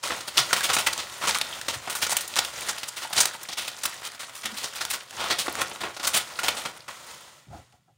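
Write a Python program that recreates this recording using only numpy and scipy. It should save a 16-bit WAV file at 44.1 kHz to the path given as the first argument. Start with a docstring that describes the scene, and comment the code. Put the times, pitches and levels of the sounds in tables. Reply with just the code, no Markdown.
"""Hands press and fold aluminium foil over a pan, close to a single microphone in a small kitchen.
From the start, creases snap through one by one as bursts of noise that shake the sheet's dense modes; between
them small creases crackle over the rustle of sliding foil, filtered noise that sings on a few notes. The pan
rings along as a bank of resonances. Tiny kinks tick and short rough notes sound until the work fades. Dull
thuds, low modes driven by noise, jolt under early creases and return at the end. A faint hum runs throughout."""
import sys
import numpy as np
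from scipy import signal
from scipy.fft import rfft, irfft, next_fast_len
from scipy.io import wavfile

SR = 44100
rng = np.random.default_rng(int(sys.argv[2]) if len(sys.argv) > 2 else 0)


def file_out(sig):
    """Save sig as 16-bit WAV at sys.argv[1]."""
    # one column per channel
    cols = np.atleast_2d(sig).T
    # limit, then scale
    lim = np.clip(cols, -1, 1)
    pcm = np.round(lim * 32767).astype(np.int16)
    wavfile.write(sys.argv[1], SR, pcm)


N = 351477
GRAIN = 4096   # unit of crease length [samples]
BASS_HZ, MIDDLE_HZ, TREBLE_HZ = 401, 2986, 11900   # where the colour weights act


def from_db(db):
    """Decibel definition: amplitude ratio of a level."""
    return 10 ** (np.asarray(db) / 20)


def rms_one(x):
    """Normalisation to unit effective value."""
    return x / np.sqrt(np.mean(x ** 2) + 1e-20)


def at_hz(points, hz):
    """Interpolation of a (frequency [Hz], value) table on a logarithmic frequency axis."""
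    table_hz, values = np.array(points).T
    return np.interp(np.log(hz + 1), np.log(table_hz), values)


def colour(x, spectrum):
    """Linear filtering: the spectrum of the last axis is multiplied by a gain curve."""
    size = x.shape[-1]
    gain = from_db(at_hz(spectrum, np.fft.rfftfreq(size, 1 / SR)))
    return irfft(rfft(x) * gain, size)


def three_ways(x):
    """Complementary band splitting: bass, middle and treble shares add up to the whole."""
    size = x.shape[-1]
    hz = np.fft.rfftfreq(size, 1 / SR)
    shares = [at_hz(np.c_[[BASS_HZ, MIDDLE_HZ, TREBLE_HZ], row], hz) for row in np.eye(3)]
    return [irfft(rfft(x) * share, size) for share in shares]


def drift(rate_hz):
    """Low-pass filtered noise: slow chance with spread 1."""
    r = np.exp(-2 * np.pi * rate_hz / SR)
    slow = signal.lfilter([1], [1, -2 * r, r * r], rng.standard_normal(N + SR))
    return rms_one(slow[SR:])   # the filter has settled after one second


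def resonate(x, hz, width_hz):
    """Simple resonance: a two-pole filter with gain 1 on top."""
    r = np.exp(-np.pi * width_hz / SR)
    poles = [1, -2 * r * np.cos(2 * np.pi * hz / SR), r * r]
    return signal.lfilter([(1 - r * r) / 2, 0, (r * r - 1) / 2], poles, x)


def hum():
    """Narrow-band noise wavers in level: a faint low hum, probably an appliance."""
    narrow = resonate(rng.standard_normal(N), 123, 36)
    return from_db(-67.5) * rms_one(resonate(narrow, 123, 90))


# decay times of the room's bass, middle and treble: (t60 [s])
ROOM_DECAY = [0.21, 0.19, 0.098]


def kitchen(x):
    """Diffuse reverberation: convolution with noise that builds up softly and whose bass dies slowest."""
    t = np.arange(SR // 2) / SR
    parts = three_ways(rng.standard_normal(len(t)))
    tail = sum(part * from_db(-60 * t / t60) for part, t60 in zip(parts, ROOM_DECAY))
    tail *= 1 - np.exp(-t / 0.024)
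    return signal.fftconvolve(x, tail / np.linalg.norm(tail))[:N]


# dull low thuds, at first bass jolts under loud creases, later soft knocks or a step:
# (time [s], relative level [dB], extra share of all modes but the lowest [dB])
THUD_TIMES = [(0.38, -29, -17), (1.69, -39, -17), (1.741, -34, -17), (7.464, -37, -17), (7.496, -38, -2),
              (7.522, -41, 8), (7.535, -46, 6.5), (7.557, -51, 9), (7.578, -45, 3), (7.721, -55, 6),
              (7.875, -59, 10)]
# low modes that every thud excites: (frequency [Hz], relative level [dB], t60 [s])
LOW_MODES = [(115, 5.5, 0.035), (328, -13, 0.065), (556, -17, 0.099), (740, -1, 0.028), (815, -5.5, 0.033),
             (1360, -8.5, 0.017)]


def thuds():
    """Modal excitation: short bursts of noise set the same low modes ringing."""
    s, level_db, high_db = np.transpose(THUD_TIMES)
    size = SR // 20
    burst = np.hanning(size) ** .5 * np.exp(-np.arange(size) / (0.021 * SR))
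    out = np.zeros(N)
    for k, (hz, mode_db, t60) in enumerate(LOW_MODES):
        push = np.zeros(N)
        push[(s * SR).astype(int)] = from_db(level_db + mode_db - 22 + (k > 0) * high_db)
        push = signal.fftconvolve(push, burst)[:N] * rng.standard_normal(N)
        r, w = from_db(-60 / (t60 * SR)), 2 * np.pi * hz / SR
        out += signal.lfilter([0, np.sin(w)], [1, -2 * r * np.cos(w), r * r], push)
    # little deep bass
    return signal.sosfilt(signal.butter(2, 75, "high", fs=SR, output="sos"), out)


STIR_DB, STIR_BEFORE_S, STIR_AFTER_S = -19.5, 0.045, 0.068   # amplitude time constants


def stir():
    """Exponential growth and decay: power of the unrest before and after each loud crease."""
    s, level_db = np.transpose(LOUD_CREASES)[:2]
    kicks = np.full(N, 1e-18)
    kicks[(s * SR).astype(int)] = from_db(2 * (level_db + STIR_DB))
    before, after = np.exp(-2 / (SR * np.array([STIR_BEFORE_S, STIR_AFTER_S])))
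    outlasting = signal.lfilter([1], [1, -after], kicks)
    leading_up = signal.lfilter([0, before], [1, -before], kicks[::-1])[::-1]
    return outlasting + leading_up


# slow course of the hands' work: (time [s], relative level [dB])
HAND_WORK = [(0.02, -70), (0.05, -31.5), (0.36, -42.5), (0.45, -29.5), (1.1, -36.5), (1.4, -33),
             (1.82, -39.5), (2.31, -36), (2.7, -29), (2.93, -45), (3.69, -44.5), (4.05, -41), (4.3, -48),
             (4.67, -38.5), (5.1, -43.5), (5.86, -37.5), (5.94, -46), (6.5, -35), (6.875, -51),
             (6.885, -39.5), (7.17, -40.5), (7.42, -51.5), (7.46, -56.5), (7.57, -48.5), (7.69, -59.5),
             (7.76, -61), (7.8, -68), (7.97, -71.5)]
# manner of handling: (time [s], bass weight [dB], strength of the crackle over the rustle [dB])
HANDLING = [(0, 6.5, 3), (0.5, 5.5, -10), (1.4, 5.5, -1.5), (1.75, 5.5, -0.5), (2.399, 3, -5.5),
            (3.2, 4.5, 2), (4.9, 4, 0.5), (5.499, 10, 3.5), (6.2, 7, -5.5), (6.8, 11.5, 3), (6.9, 6, -6.5),
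            (7.97, 4, -9)]


def at_time(s):
    """Addition of powers, slow work plus stir: level, bass weight and crackle strength at given times."""
    work_s, work_db = np.transpose(HAND_WORK)
    manner_s, bass_db, strength_db = np.transpose(HANDLING)
    work_power = from_db(2 * np.interp(s, work_s, work_db))
    level_db = 10 * np.log10(work_power + stir()[(s * SR).astype(int)])
    return level_db, np.interp(s, manner_s, bass_db), np.interp(s, manner_s, strength_db)


# spectrum of foil, pan and microphone together: (frequency [Hz], relative spectral density [dB per Hz])
SHEET_SPECTRUM = [(24, -48.5), (40, -27.5), (69, -10), (262, -14.5), (570, -7.5), (918, -3), (1410, -3.5),
                  (1590, -7), (3380, -2), (8130, -8), (9220, -6.5), (11300, -17.5), (14800, -15),
                  (16000, -11)]


def rustle():
    """Friction noise: foil slides under the palms, the less steady the stronger the crackle."""
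    level_db, bass_db, strength_db = at_time(np.arange(N) / SR)
    noise = rms_one(colour(rng.standard_normal(next_fast_len(N)), SHEET_SPECTRUM))
    bass, middle, treble = (part[:N] for part in three_ways(noise))
    unsteady_db = 2.6 * from_db(strength_db) * drift(23)
    return from_db(level_db - 7.5 + unsteady_db) * (from_db(bass_db) * bass + middle + treble)


# notes of the taut foil: (frequency [Hz])
SINGING_NOTES = [570, 1010, 1320, 1970, 6600, 7150]
SINGING_WIDTH_SHARE = 0.031   # bandwidth as a share of the frequency


def singing(sliding):
    """Resonance under friction: taut foil sings on a few notes, clearer where the crackle is weaker."""
    strength_db = at_time(np.arange(N) / SR)[2]
    smooth = from_db(-9.5 - 1.1 * strength_db) * sliding
    return sum(resonate(smooth, hz, SINGING_WIDTH_SHARE * hz) for hz in SINGING_NOTES)


# resonances of the covered pan: (frequency [Hz], width [Hz], gain [dB])
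PAN_MODES = [(209, 27, -6), (334, 42, -5), (573, 120, -5.5), (1425, 140, -8.5), (1850, 310, -9)]


def pan(foil):
    """Sympathetic resonance: the covered pan rings along with the foil."""
    return sum(from_db(gain_db) * resonate(foil, hz, width_hz) for hz, width_hz, gain_db in PAN_MODES)


# short rough notes, the two low ones near 4.5 s from a rub: (time [s], relative level [dB], frequency [Hz])
ROUGH_NOTES = [(0.509, -19, 1440), (0.609, -15, 1640), (0.878, -18, 1050), (1.358, -14, 1280),
               (2.123, -17.5, 834), (3.05, -25.5, 910), (3.106, -28, 890), (3.345, -25.5, 915),
               (4.445, -39.5, 210), (4.521, -41, 223), (4.937, -21, 1400), (5.832, -30, 660),
               (6.389, -16.5, 1360), (6.89, -29, 1070)]
NOTE_T60_CYCLES, NOTE_DB = 51, -4.5   # decay time in cycles of the note, level shift


def rough_notes():
    """Damped resonance: noise in a narrow band gives a short rough note that dies within a few dozen cycles."""
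    size = 2 * GRAIN
    out, t = np.zeros(N + size), np.arange(size) / SR
    for (s, level_db, hz), noise in zip(ROUGH_NOTES, rng.standard_normal((len(ROUGH_NOTES), size))):
        note = rms_one(resonate(noise, hz, 0.075 * hz))
        decay_db = -60 * t * hz / NOTE_T60_CYCLES
        start = int(s * SR)
        out[start:start + size] += from_db(level_db + NOTE_DB + decay_db) * note
    return out[:N]


def creases(times, level_db, bass_db, treble_db, rise_ms, t60_ms, size, facet_db, rough):
    """Excitation of dense modes: noise swells while the fold runs on, then dies; a few facets sound louder."""
    ms, hz = 1000 * np.arange(size) / SR, np.fft.rfftfreq(size, 1 / SR) + 1
    rise_ms, t60_ms = rise_ms[:, None], t60_ms[:, None]
    luck = rng.standard_normal((len(times), 2, size))
    # the fold advances in sharp jerks
    stutter = signal.lfilter([1], [1, -.975], np.clip(luck[:, 1] - 2.5, 0, .4))

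    octave = np.log2(hz / MIDDLE_HZ)
    down = at_hz([(60, .3), (BASS_HZ, 1), (MIDDLE_HZ, 0)], hz)   # the deepest bass follows only in part
    up = np.clip(octave / np.log2(TREBLE_HZ / MIDDLE_HZ), 0, 1)
    tint_db = at_hz(SHEET_SPECTRUM, hz) + np.outer(bass_db, down) + np.outer(treble_db, up)
    for facet in rng.uniform(np.log2(900 / MIDDLE_HZ), 2.175, (len(times), 5)).T:
        tint_db += facet_db * np.exp(-((octave - facet[:, None]) / 0.51) ** 2)

    shake = irfft(rfft(luck[:, 0]) * from_db(tint_db), size)
    shake *= (from_db(level_db) / shake.std(axis=1))[:, None] * (1 + rough * stutter)
    # it sets in with a jolt, then grows
    shake *= np.minimum(0.29 / (1 + rise_ms / 25) + 0.31 * ms / rise_ms, 1)
    shake *= from_db(-60 * np.maximum(ms - rise_ms, 0) / t60_ms)
    # a sudden crease starts with a sharp crack
    shake *= 1 + 1.54 / (1 + rise_ms) * np.exp(-ms / 0.63)
    out = np.zeros(N + size)
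    for start, grain in zip((times * SR).astype(int), shake):
        out[start:start + size] += grain
    return out[:N]


# tiny kinks that flip over: (time [s], relative level [dB])
KINKS = [(0.38, 1.5), (0.978, -15.5), (1.3101, -9), (1.3467, -12), (1.3514, -9.5), (1.3738, -14),
         (1.3857, -12), (1.6139, -17), (2.0951, -14), (2.3396, -17), (2.3577, -12), (2.7835, -19),
         (3.5843, -18), (3.65, -20), (4.0512, -20.5), (4.4577, -14.5), (4.9374, -17.5), (5.1086, -25.5),
         (5.5536, -18), (5.668, -25.5), (6.053, -12.5)]
TICK_RISE_MS, TICK_T60_MS, TICK_DB = 0.16, 16, -9


def ticks():
    """Impulsive excitation: each kink flips over with a dry tick, a very short, thin crease."""
    s, level_db = np.transpose(KINKS)
    same = np.ones(len(s))
    return creases(s, level_db + TICK_DB, -8 * same, 0 * same, TICK_RISE_MS * same, TICK_T60_MS * same,
                   size=GRAIN // 4, facet_db=5.5, rough=0)


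def crackle():
    """Clustered random process: small creases in clumps, many faint and few strong, each with its own colour."""
    clumps = from_db(4 * drift(15))
    s = np.flatnonzero(rng.random(N) < 330 * clumps / SR) / SR   # 330 per second where clumps is 1
    luck = rng.standard_normal((len(s), 4))
    strong_db = 3.46 * np.minimum(rng.exponential(1, len(s)), 4)
    level_db, bass_db, strength_db = at_time(s)
    rise_ms, t60_ms = 0.38 * from_db(2.6 * luck[:, 3]), 14 * from_db(7.0 * luck[:, 2])
    return creases(s, level_db + strength_db - 9.0 + strong_db, bass_db + 6 * luck[:, 0], 6 * luck[:, 1],
                   rise_ms, t60_ms, size=GRAIN // 4, facet_db=8.5, rough=0)


# loud creases: (time [s], level before the swell [dB], brightness [dB], rise before decay [ms], t60 [ms])
LOUD_CREASES = [(0.028, -30, -10, 4.8, 510), (0.099, -27.5, -19, 3.3, 200), (0.206, -29.5, -8.5, 1.4, 63),
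                (0.276, -29, -7.5, 1.6, 90), (0.37, -13, -7, 9, 144), (0.529, -15, -7.5, 0.55, 73),
                (0.564, -25, -5, 0.26, 200), (0.606, -25, -4.5, 1.9, 17), (0.631, -17.5, -4.5, 7.7, 130),
                (0.689, -17, -12.5, 13.4, 79), (0.73, -16, -5.5, 11.5, 81), (0.766, -18, -12, 0.35, 51),
                (0.783, -20, -10, 2.2, 144), (0.864, -17, -7, 3, 84), (0.929, -23, -2.5, 4.5, 36),
                (0.976, -23.5, -10.5, 24, 110), (1.212, -21.5, -13, 31, 160), (1.27, -17.5, -8, 8.8, 137),
                (1.347, -26, -7.5, 4.5, 100), (1.413, -18, -7, 0.3, 35), (1.683, -24.5, -9.5, 0.23, 140),
                (1.727, -26.5, -10, 14, 86), (1.872, -34, -19.5, 2.2, 300), (1.898, -26.5, -1.5, 0.66, 154),
                (1.952, -25.5, -1.5, 0.21, 150), (2.016, -17.5, -4.5, 9.3, 110),
                (2.066, -21.5, -9, 0.59, 37), (2.095, -17, -2.5, 34.4, 41), (2.168, -12, 0, 0.44, 29),
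                (2.208, -26.5, 4, 0.54, 71), (2.278, -27.5, 15, 0.29, 35), (2.364, -22, -9.5, 0.43, 195),
                (2.387, -13, -7.5, 1.6, 35), (2.448, -27, -3, 0.68, 45), (2.607, -28, 8, 0.76, 35),
                (2.686, -22, -5.5, 4.4, 64), (2.832, -27, -7.5, 0.25, 62), (2.88, -23, 2.5, 11, 14),
                (2.962, -29.5, -5.5, 5.6, 170), (3.014, -26, -8, 21, 88), (3.129, -23.5, -7.5, 0.98, 66),
                (3.158, -12.5, -8, 35.5, 36), (3.201, -11.5, 0, 3, 93), (3.255, -10.5, -2.5, 2.6, 9.5),
                (3.27, -30, -1.5, 0.5, 90), (3.431, -25, 9.5, 3.9, 13), (3.486, -31.5, -13, 1.4, 100),
                (3.515, -25.5, -6.5, 23, 31), (3.57, -28.5, -7, 4.7, 360), (3.677, -25.5, -5, 2, 67),
                (3.834, -19.5, 1, 2.1, 35), (3.854, -14.5, -5.5, 2.1, 27), (4.03, -27, -7, 47, 32),
                (4.193, -33, -6.5, 3.9, 180), (4.23, -33.5, -10.5, 1.9, 61), (4.295, -40.5, -13, 0.5, 63),
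                (4.35, -39, -4.5, 1.8, 350), (4.433, -28, -10, 5.5, 47), (4.452, -24.5, -10, 6.3, 70),
                (4.571, -31.5, -1.5, 0.95, 230), (4.632, -24, -9, 9.6, 91), (4.749, -32.5, -5, 5.6, 180),
                (4.806, -24.5, -10, 5.5, 90), (4.851, -19.5, -2.5, 0.57, 14), (4.9, -20.5, 1.3, 6.3, 78),
                (4.929, -22.5, -2.5, 9.3, 81), (5.17, -24, -14, 37, 410), (5.301, -16.5, -11.5, 8, 107),
                (5.385, -20, -3, 5.7, 145), (5.481, -23, -22, 0.42, 37), (5.565, -21.5, -14.5, 54, 110),
                (5.609, -20.5, -8, 6.8, 54), (5.711, -32.5, -19, 2.84, 79), (5.805, -27, -11.5, 8.1, 75),
                (5.833, -29, -20.5, 0.73, 240), (5.965, -32.5, -12.5, 0.7, 64),
                (5.997, -30.5, -16, 0.77, 79), (6.029, -20.5, -7.5, 24, 82), (6.07, -17.5, -0.5, 2.2, 90),
                (6.133, -17, -5, 14, 183), (6.167, -13, -2.5, 4.7, 51), (6.389, -26, -6, 1.1, 80),
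                (6.433, -24.5, -8.5, 0.38, 260), (6.482, -16.5, -7.5, 0.67, 61),
                (6.567, -31.5, -9, 0.85, 350), (6.651, -26, -13.5, 2.6, 102), (6.88, -39, -11, 0.52, 250),
                (7.724, -57, -11, 0.62, 47)]
BASS_PER_TREBLE, BASS_PER_MANNER = -0.9, 0.61   # bright creases are thin; heavy handling is deep


def snaps():
    """Sudden buckling: the loud creases, with bass and treble weights counted from an average crease."""
    s, level_db, treble_db, rise_ms, t60_ms = np.transpose(LOUD_CREASES)
    bass_db = BASS_PER_TREBLE * treble_db + BASS_PER_MANNER * at_time(s)[1]
    return creases(s, level_db, bass_db - bass_db.mean(), treble_db - treble_db.mean(),
                   np.maximum(rise_ms, .2), np.maximum(t60_ms, 5), size=2 * GRAIN, facet_db=2.0, rough=3.17)


def scene():
    """Superposition: all sources add up at one microphone, which feeds both channels."""
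    sliding = rustle()
    foil = sliding + rough_notes() + ticks() + crackle() + snaps()
    near = thuds() + singing(sliding) + pan(foil) + foil
    return np.tile(hum() + from_db(-13.5) * kitchen(near) + near, (2, 1))


def record(dry):
    """Transducer limits: faint hiss, soft saturation of the highest peaks, and a band cut at both ends."""
    dry = dry + from_db(-82.5) * rng.standard_normal(N)
    dry = 0.9 * np.tanh(dry / 0.9)
    dry = signal.sosfilt(signal.butter(4, 50, "high", fs=SR, output="sos"), dry)
    # 70 dB down from 16600 Hz upwards
    return signal.sosfilt(signal.cheby2(14, 70, 16600, fs=SR, output="sos"), dry)


dry = scene()
out = record(dry)
file_out(out)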